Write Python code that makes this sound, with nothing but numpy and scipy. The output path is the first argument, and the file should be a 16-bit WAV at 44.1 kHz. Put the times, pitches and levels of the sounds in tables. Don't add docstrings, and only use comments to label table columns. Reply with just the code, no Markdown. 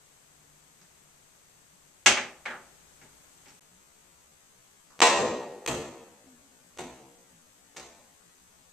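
import sys
import numpy as np
from scipy import signal
from scipy.fft import rfft, irfft, next_fast_len
from scipy.io import wavfile

SR = 44100
rng = np.random.default_rng(int(sys.argv[2]) if len(sys.argv) > 2 else 0)


def wav_out(sig):
    wavfile.write(sys.argv[1], SR, np.round(np.clip(np.atleast_2d(sig).T, -1, 1) * 32767).astype(np.int16))


def voltage_ratio(level):
    return 10 ** (np.asarray(level, float) / 20)


N = 384552
GAP_START_S, GAP_END_S = 3.5947, 3.6078
LIVE = round((GAP_END_S + (N / SR - GAP_END_S) / 2 + .1) * SR)
AFTER = np.arange(round(.5 * SR)) / SR


def live_time(s):
    return np.where(s < GAP_START_S, s, GAP_END_S + (s - GAP_END_S) / 2)


def heard_time():
    t = np.arange(LIVE) / SR
    return np.where(t < GAP_START_S, t, 2 * t - GAP_END_S)


def at_hz(points, hz, axis=1):
    return np.interp(np.log(hz + 1), np.log(np.array(points)[:, 0]), np.array(points)[:, axis])


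def coloured(x, table):
    size = next_fast_len(LIVE)
    hz = np.fft.rfftfreq(size, 1 / SR)
    gain = voltage_ratio(np.array([at_hz(table, hz), at_hz(table, hz, axis=2)]))
    return irfft(rfft(x, size) * gain, size)[:, :LIVE]


def resonance(x, hz, width_hz):
    r = np.exp(-np.pi * width_hz / SR)
    zeros = np.array([1, 0, -1]) * (1 - r * r) / 2
    return signal.lfilter(zeros, [1, -2 * r * np.cos(2 * np.pi * hz / SR), r * r], x)


def narrow_noise(table):
    total = 0
    for hz, width_hz, db in table:
        band = resonance(rng.standard_normal(LIVE), hz, width_hz)
        band = resonance(band, hz, width_hz)
        total = total + voltage_ratio(db) * band / band.std()
    return total


# (frequency [Hz], width [Hz], lift on hiss [dB], lift on sound [dB])
LEFT_PORT = [(6740, 130, 9.5, 4), (7580, 100, 13, 15.5), (8035, 400, 15, 13)]
RIGHT_PORT = [(6450, 560, 12, 12)]


def ports(x, axis):
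    lifted = []
    for channel, port in zip(x, (LEFT_PORT, RIGHT_PORT)):
        peaks = sum((voltage_ratio(p[axis]) - 1) * resonance(channel, p[0], p[1]) for p in port)
        lifted.append(channel + peaks)
    return np.array(lifted)


def camera_gain():
    gain_db, creep_db, creep_from_s, creep_s, later_gain_db = 8.5, 2, 2.15, 0.52, 8.5
    t = heard_time()
    creep = np.clip((t - creep_from_s) / creep_s, 0, 1)
    return voltage_ratio(np.where(t < GAP_START_S, gain_db + creep_db * creep, later_gain_db))


# (frequency [Hz], left [dB per Hz], right [dB per Hz])
HISS = [(25, -100, -103), (100, -108, -113), (440, -102.5, -111.5), (1250, -104.5, -112.5),
        (3000, -109, -114), (10000, -116, -116), (14150, -116.5, -117), (14345, -150, -150)]
# (frequency [Hz], width [Hz], level [dB rms])
HUM = [(63.1, 72, -87), (137.5, 95, -87.5), (169.5, 81, -86.5), (280, 6.5, -93.5), (387, 20, -95.5)]
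# (frequency [Hz], width [Hz], level [dB rms])
MOTOR = [(59.5, 1.5, -87.5), (150, 5, -83.5)]


def background():
    hiss = coloured(rng.standard_normal((2, LIVE)), HISS) * np.sqrt(SR / 2)
    hum = narrow_noise(HUM) + narrow_noise(MOTOR) * (heard_time() < GAP_START_S)
    balance_db = np.array([[1], [-1]])
    return camera_gain() * (ports(hiss, axis=2) + hum * voltage_ratio(balance_db))


# (frequency [Hz], t60 [s])
ROOM_T60 = [(60, 0.21), (250, 0.51), (600, 0.56), (1200, 0.41), (2500, 0.35), (5000, 0.37), (10000, 0.29)]
# (frequency [Hz], likeness [0-1])
LIKENESS = [(100, 1), (640, 0.94), (2100, 0.73), (3500, 0.15), (6800, 0.36), (12000, 0.015)]
# (delay [ms], level [dB])
EARLY = [(2.9, -2), (5.6, -9), (10.5, -1)]


def room(t, direct_db):
    edges_hz, tail = 40 * 2 ** np.arange(0, 9, .5), 0
    lumps = voltage_ratio(2.4 * np.minimum(rng.exponential(1, len(t)), 5) * np.exp(-t / 0.041))
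    white = rng.standard_normal((2, 2, len(t))) * lumps * np.clip((t - .0008) / 0.00083, 0, 1)
    for k, (low, high) in enumerate(zip(edges_hz, edges_hz[1:])):
        band = signal.butter(2, [low, high], "band", fs=SR, output="sos")
        mid, side = signal.sosfilt(band, white[k % 2])
        hz = np.sqrt(low * high)
        alike = np.clip(at_hz(LIKENESS, hz), 0, 1)
        stereo = np.sqrt(1 + alike) * mid + np.sqrt(1 - alike) * side * [[1], [-1]]
        tail = tail + voltage_ratio(-60 * t / at_hz(ROOM_T60, hz)) * stereo
    tail = voltage_ratio(-21) * tail
    tail[:, 0] += voltage_ratio(direct_db)
    for ms, db in EARLY:
        at = round(ms * rng.uniform(.8, 1.2) * SR / 1000)
        tail[:, at] += voltage_ratio(direct_db + db + rng.normal(0, 1.3, size=2))
    return tail


def add(out, s, dry, direct_db, near=0):
    at = round(float(live_time(s)) * SR)
    heard = signal.fftconvolve(room(AFTER, direct_db), dry[None])[:, :len(dry)] + near
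    out[:, at:at + len(dry)] += heard[:, :LIVE - at]


def modes(table, t):
    total = 0
    for hz, db, t60 in table:
        total = total + voltage_ratio(db + rng.normal(0, 0.24) - 60 * t / t60) * np.sin(2 * np.pi * hz * t)
    return total


def thud(body):
    return modes(body, AFTER) * (1 - np.exp(-AFTER / 0.0053))


KINDS = {"hard": (-13, 0.5), "dull": (-12, -23), "tap": (-1.16, -1.5), "tick": (-13.5, 11.2),
         "cue": (-18.5, 3.4), "thud": (-5, -9)}
# (time on the slowed clock [s], level [dB], contact pitch [Hz], direct sound [dB], kind)
KNOCKS = [(0.812, -59, 2000, -17, "tick"), (2.061, -5, 2800, 1.5, "hard"), (2.172, -19, 2130, 5, "dull"),
          (2.4551, -23.5, 1870, -3.5, "dull"), (2.505, -30.5, 1390, -11, "dull"),
          (7.7956, -45.5, 850, 2, "hard"), (3.013, -47.5, 2000, -5, "tap"),
          (3.455, -48.5, 2460, -12.5, "tap"), (3.48, -55, 2580, -8, "tick"),
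          (5.0168, -11.5, 1050, -0.5, "cue"), (5.200, -20.5, 482, -4, "thud"),
          (4.92, -53, 1200, -10.5, "hard"), (7.7780, -48, 2535, 11, "tick")]
CUE_STROKE = 9
# (frequency [Hz], level [dB], t60 [s])
TABLE = [(69.98, -7, 0.2), (121, -5.5, .08), (248, -0.5, 0.046), (404, -1, 0.033), (632, -2.5, 0.015),
         (896, 4.5, 0.017)]
# (frequency [Hz], level [dB], t60 [s])
CUE = [(654.5, -23, 0.027), (850, -22, 0.011), (1050, -33.5, 0.054), (1790, -35.5, 0.07), (1886, -34, .1),
       (2000, -10.5, 0.0045), (2670, -2, 0.0039), (3820, -6, 0.0026), (7414, -30, 0.25)]
# (frequency [Hz], level [dB], t60 [s])
SHAFT = [(1880, -21, 0.52), (5230, -43, .3), (7400, -41, .18)]
# (frequency [Hz], level [dB], t60 [s])
APRON = [(491, -10.5, 0.46), (620, -14, 0.32)]


def knocks():
    out, t = np.zeros((2, LIVE)), AFTER
    for s, db, hz, direct_db, kind in KNOCKS:
        body_db, snap_db = KINDS[kind]
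        contact = np.sin(2 * np.pi * hz * t) * np.exp(-1.3 * hz * t)
        contact = signal.lfilter(*signal.butter(1, 0.14 * hz, "high", fs=SR), contact)
        snap = np.sin(2 * np.pi * 5800 * t) * np.exp(-t / 0.00012)
        dry = contact + voltage_ratio(snap_db) * snap + voltage_ratio(body_db - 6.5) * thud(TABLE)
        near = 0
        if kind == "cue":
            dry = dry + modes(CUE, t)
            near = voltage_ratio(db) * thud(SHAFT)
        elif kind == "thud":
            near = voltage_ratio(db) * thud(APRON)
        add(out, s, voltage_ratio(db) * dry, direct_db, near)
    return out


# (time as heard [s], level [dB], frequency [Hz])
THUMPS = [(0.82, -58, 175), (1.731, -58.5, 175), (3.541, -60, 177.7), (3.72, -63.5, 185.7),
          (6.26, -54.5, 259.8), (6.329, -56, 243), (6.442, -62, 270.3), (7.34, -55.5, 164.7),
          (8.25, -64.5, 168.7)]


def thumps():
    t, swell_s, total = np.arange(LIVE) / SR, .013, 0
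    for s, db, hz in THUMPS:
        since = np.maximum(t - live_time(s), 0)
        swell = since / swell_s * np.exp(1 - since / swell_s)
        total = total + voltage_ratio(db + 4.0) * swell * np.sin(2 * np.pi * hz * since)
    return total


# (frequency [Hz], width [Hz], level [dB])
ROLL_MODES = [(87.5, 90, -4), (160, 81, -3), (243.5, 70, 2.5), (526.2, 290, -7), (1200, 2700, -11.5)]


def rolling():
    launch_s, launch_db, roll_db, slowing_db_per_s = 5.17, -10.5, -64.5, 4.5
    skid_db, skid_lag_s, rise_db_per_s, fall_db_per_s = -28.5, 0.12, 52.5, 80
    t = heard_time()
    gain = voltage_ratio(roll_db - slowing_db_per_s * (t - launch_s))
    for s, body_db in [(launch_s, launch_db)] + [(row[0], row[3]) for row in CUSHIONS]:
        since = t - s - skid_lag_s
        skid = voltage_ratio(body_db + skid_db + np.minimum(rise_db_per_s * since, -fall_db_per_s * since))
        gain = gain + (t > s) * skid
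    return (t > launch_s) * gain * narrow_noise(ROLL_MODES)


def even_burst(delay_s):
    size = 128
    rise = np.arange(size) / SR / .0006
    spectrum = rfft(rng.standard_normal(size) * rise * np.exp(1 - rise))
    burst = irfft(spectrum / abs(spectrum), size) * np.sqrt(size / 4)
    return np.roll(np.pad(burst, (0, len(AFTER) - size)), round(delay_s * SR))


# (time as heard [s], delay of rail crack [ms], crack [dB], table body [dB])
CUSHIONS = [
    (5.6742, 1.7, -24, -22),
    (6.7834, 3.2, -36, -30.5),
    (7.7601, 5.0, -39.5, -42.5),
]
# (frequency [Hz], width [Hz], level [dB])
RAIL = [(1200, 740, -2.5), (2460, 1370, 1.5), (4160, 1300, -2.5), (6480, 2000, -3), (14400, 3300, -3)]
# (frequency [Hz], level [dB], t60 [s])
FRAME = [(63.5, -0.5, 0.15), (126.6, -3, 0.075), (231.4, -4.5, 0.056), (358, 0.5, 0.033),
         (447.7, 3.5, 0.021), (705.7, 2, 0.02056), (959, 2.5, 0.017), (1490, 0.5, 0.0075)]


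def cushions():
    push_db, direct_db = -10, 1.8
    out, t = np.zeros((2, LIVE)), AFTER
    for s, delay_ms, crack_db, body_db in CUSHIONS:
        push = -np.sin(2 * np.pi * 800 * t) * np.exp(-t / .0005)
        burst = even_burst(delay_ms / 1000 - .0007)
        crack = 0
        for k, (hz, width_hz, db) in enumerate(RAIL):
            crack = crack + voltage_ratio(db) * resonance(burst, hz, width_hz) * (-1) ** k
        dry = voltage_ratio(body_db + push_db) * push + voltage_ratio(crack_db) * crack + voltage_ratio(body_db - 4.5) * thud(FRAME)
        add(out, s, dry, direct_db, near=voltage_ratio(crack_db - 2.2) * crack)
    return out


# (start of holding slice [s], jump back [ms], jumps before it [count],
# slices played straight from it [count])
STUTTERS = [
    (5.003, 12.35, 2, 2),
    (5.663, 13.4, 1, 2),
    (6.773, 11.6, 1, 2),
    (7.748, 13.2, 1, 3),
]


def half_speed(live):
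    slice_s, first_slice_s = .015, 3.608
    step, fade, reach, ahead = (round(s * SR) for s in (slice_s, .005, .003, .0095))
    out = np.zeros((2, N + SR))
    gap_start = round(GAP_START_S * SR)
    out[:, :gap_start] = live[:, :gap_start]
    rise = np.sin(np.arange(fade) * np.pi / 2 / fade) ** 2
    mid = live.sum(0)
    onsets = [KNOCKS[CUE_STROKE][0]] + [row[0] for row in CUSHIONS]
    forced_ms = {}
    for s, ms, jumps, straight in STUTTERS:
        holder = round((s - first_slice_s) / slice_s)
        for j in range(-2, straight):
            forced_ms[holder + j] = ms * np.clip(-j, 0, jumps)
    place = round(GAP_END_S * SR)
    for k, s in enumerate(np.arange(first_slice_s, N / SR, slice_s)):
        due, new = round(float(live_time(s)) * SR), place
        if k in forced_ms:
            onset = min(onsets, key=lambda o: abs(o - s))
            new = round((live_time(onset) - (onset - forced_ms[k] / 1000 - s)) * SR)
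        elif place > due + ahead:
            match = np.correlate(mid[due - reach:due + reach + fade], mid[place:place + fade])
            new = due - reach + np.argmax(match)
        piece = live[:, new:new + step].copy()
        piece[:, :fade] = rise * piece[:, :fade] + (1 - rise) * live[:, place:place + fade]
        at = round(s * SR)
        out[:, at:at + step] = piece
        place = new + round((s + slice_s) * SR) - at
    return out[:, :N]


# (frequency [Hz], left [dB], right [dB])
TOP = [(40, -25, -28), (200, -5.5, -5.5), (505, 1.5, 0.5), (4500, 3, 3.5), (9300, -5.5, -9.5),
       (10800, -3.5, -33.5), (15000, -16, -28.5)]


def scene():
    table = knocks() + cushions() + rolling() + thumps()
    return half_speed(ports(coloured(table, TOP), axis=3) + background())


def band_limit(x):
    return signal.sosfilt(signal.butter(12, 15470, fs=SR, output="sos"), x)


def record(dry):
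    rounded = 1.2 * np.tanh(dry / 1.2)
    top_cut = signal.cheby2(10, 50, 16000, fs=SR, output="sos")
    mix = signal.sosfilt(top_cut, rounded)
    return band_limit(mix)


dry = scene()
out = record(dry)
wav_out(out)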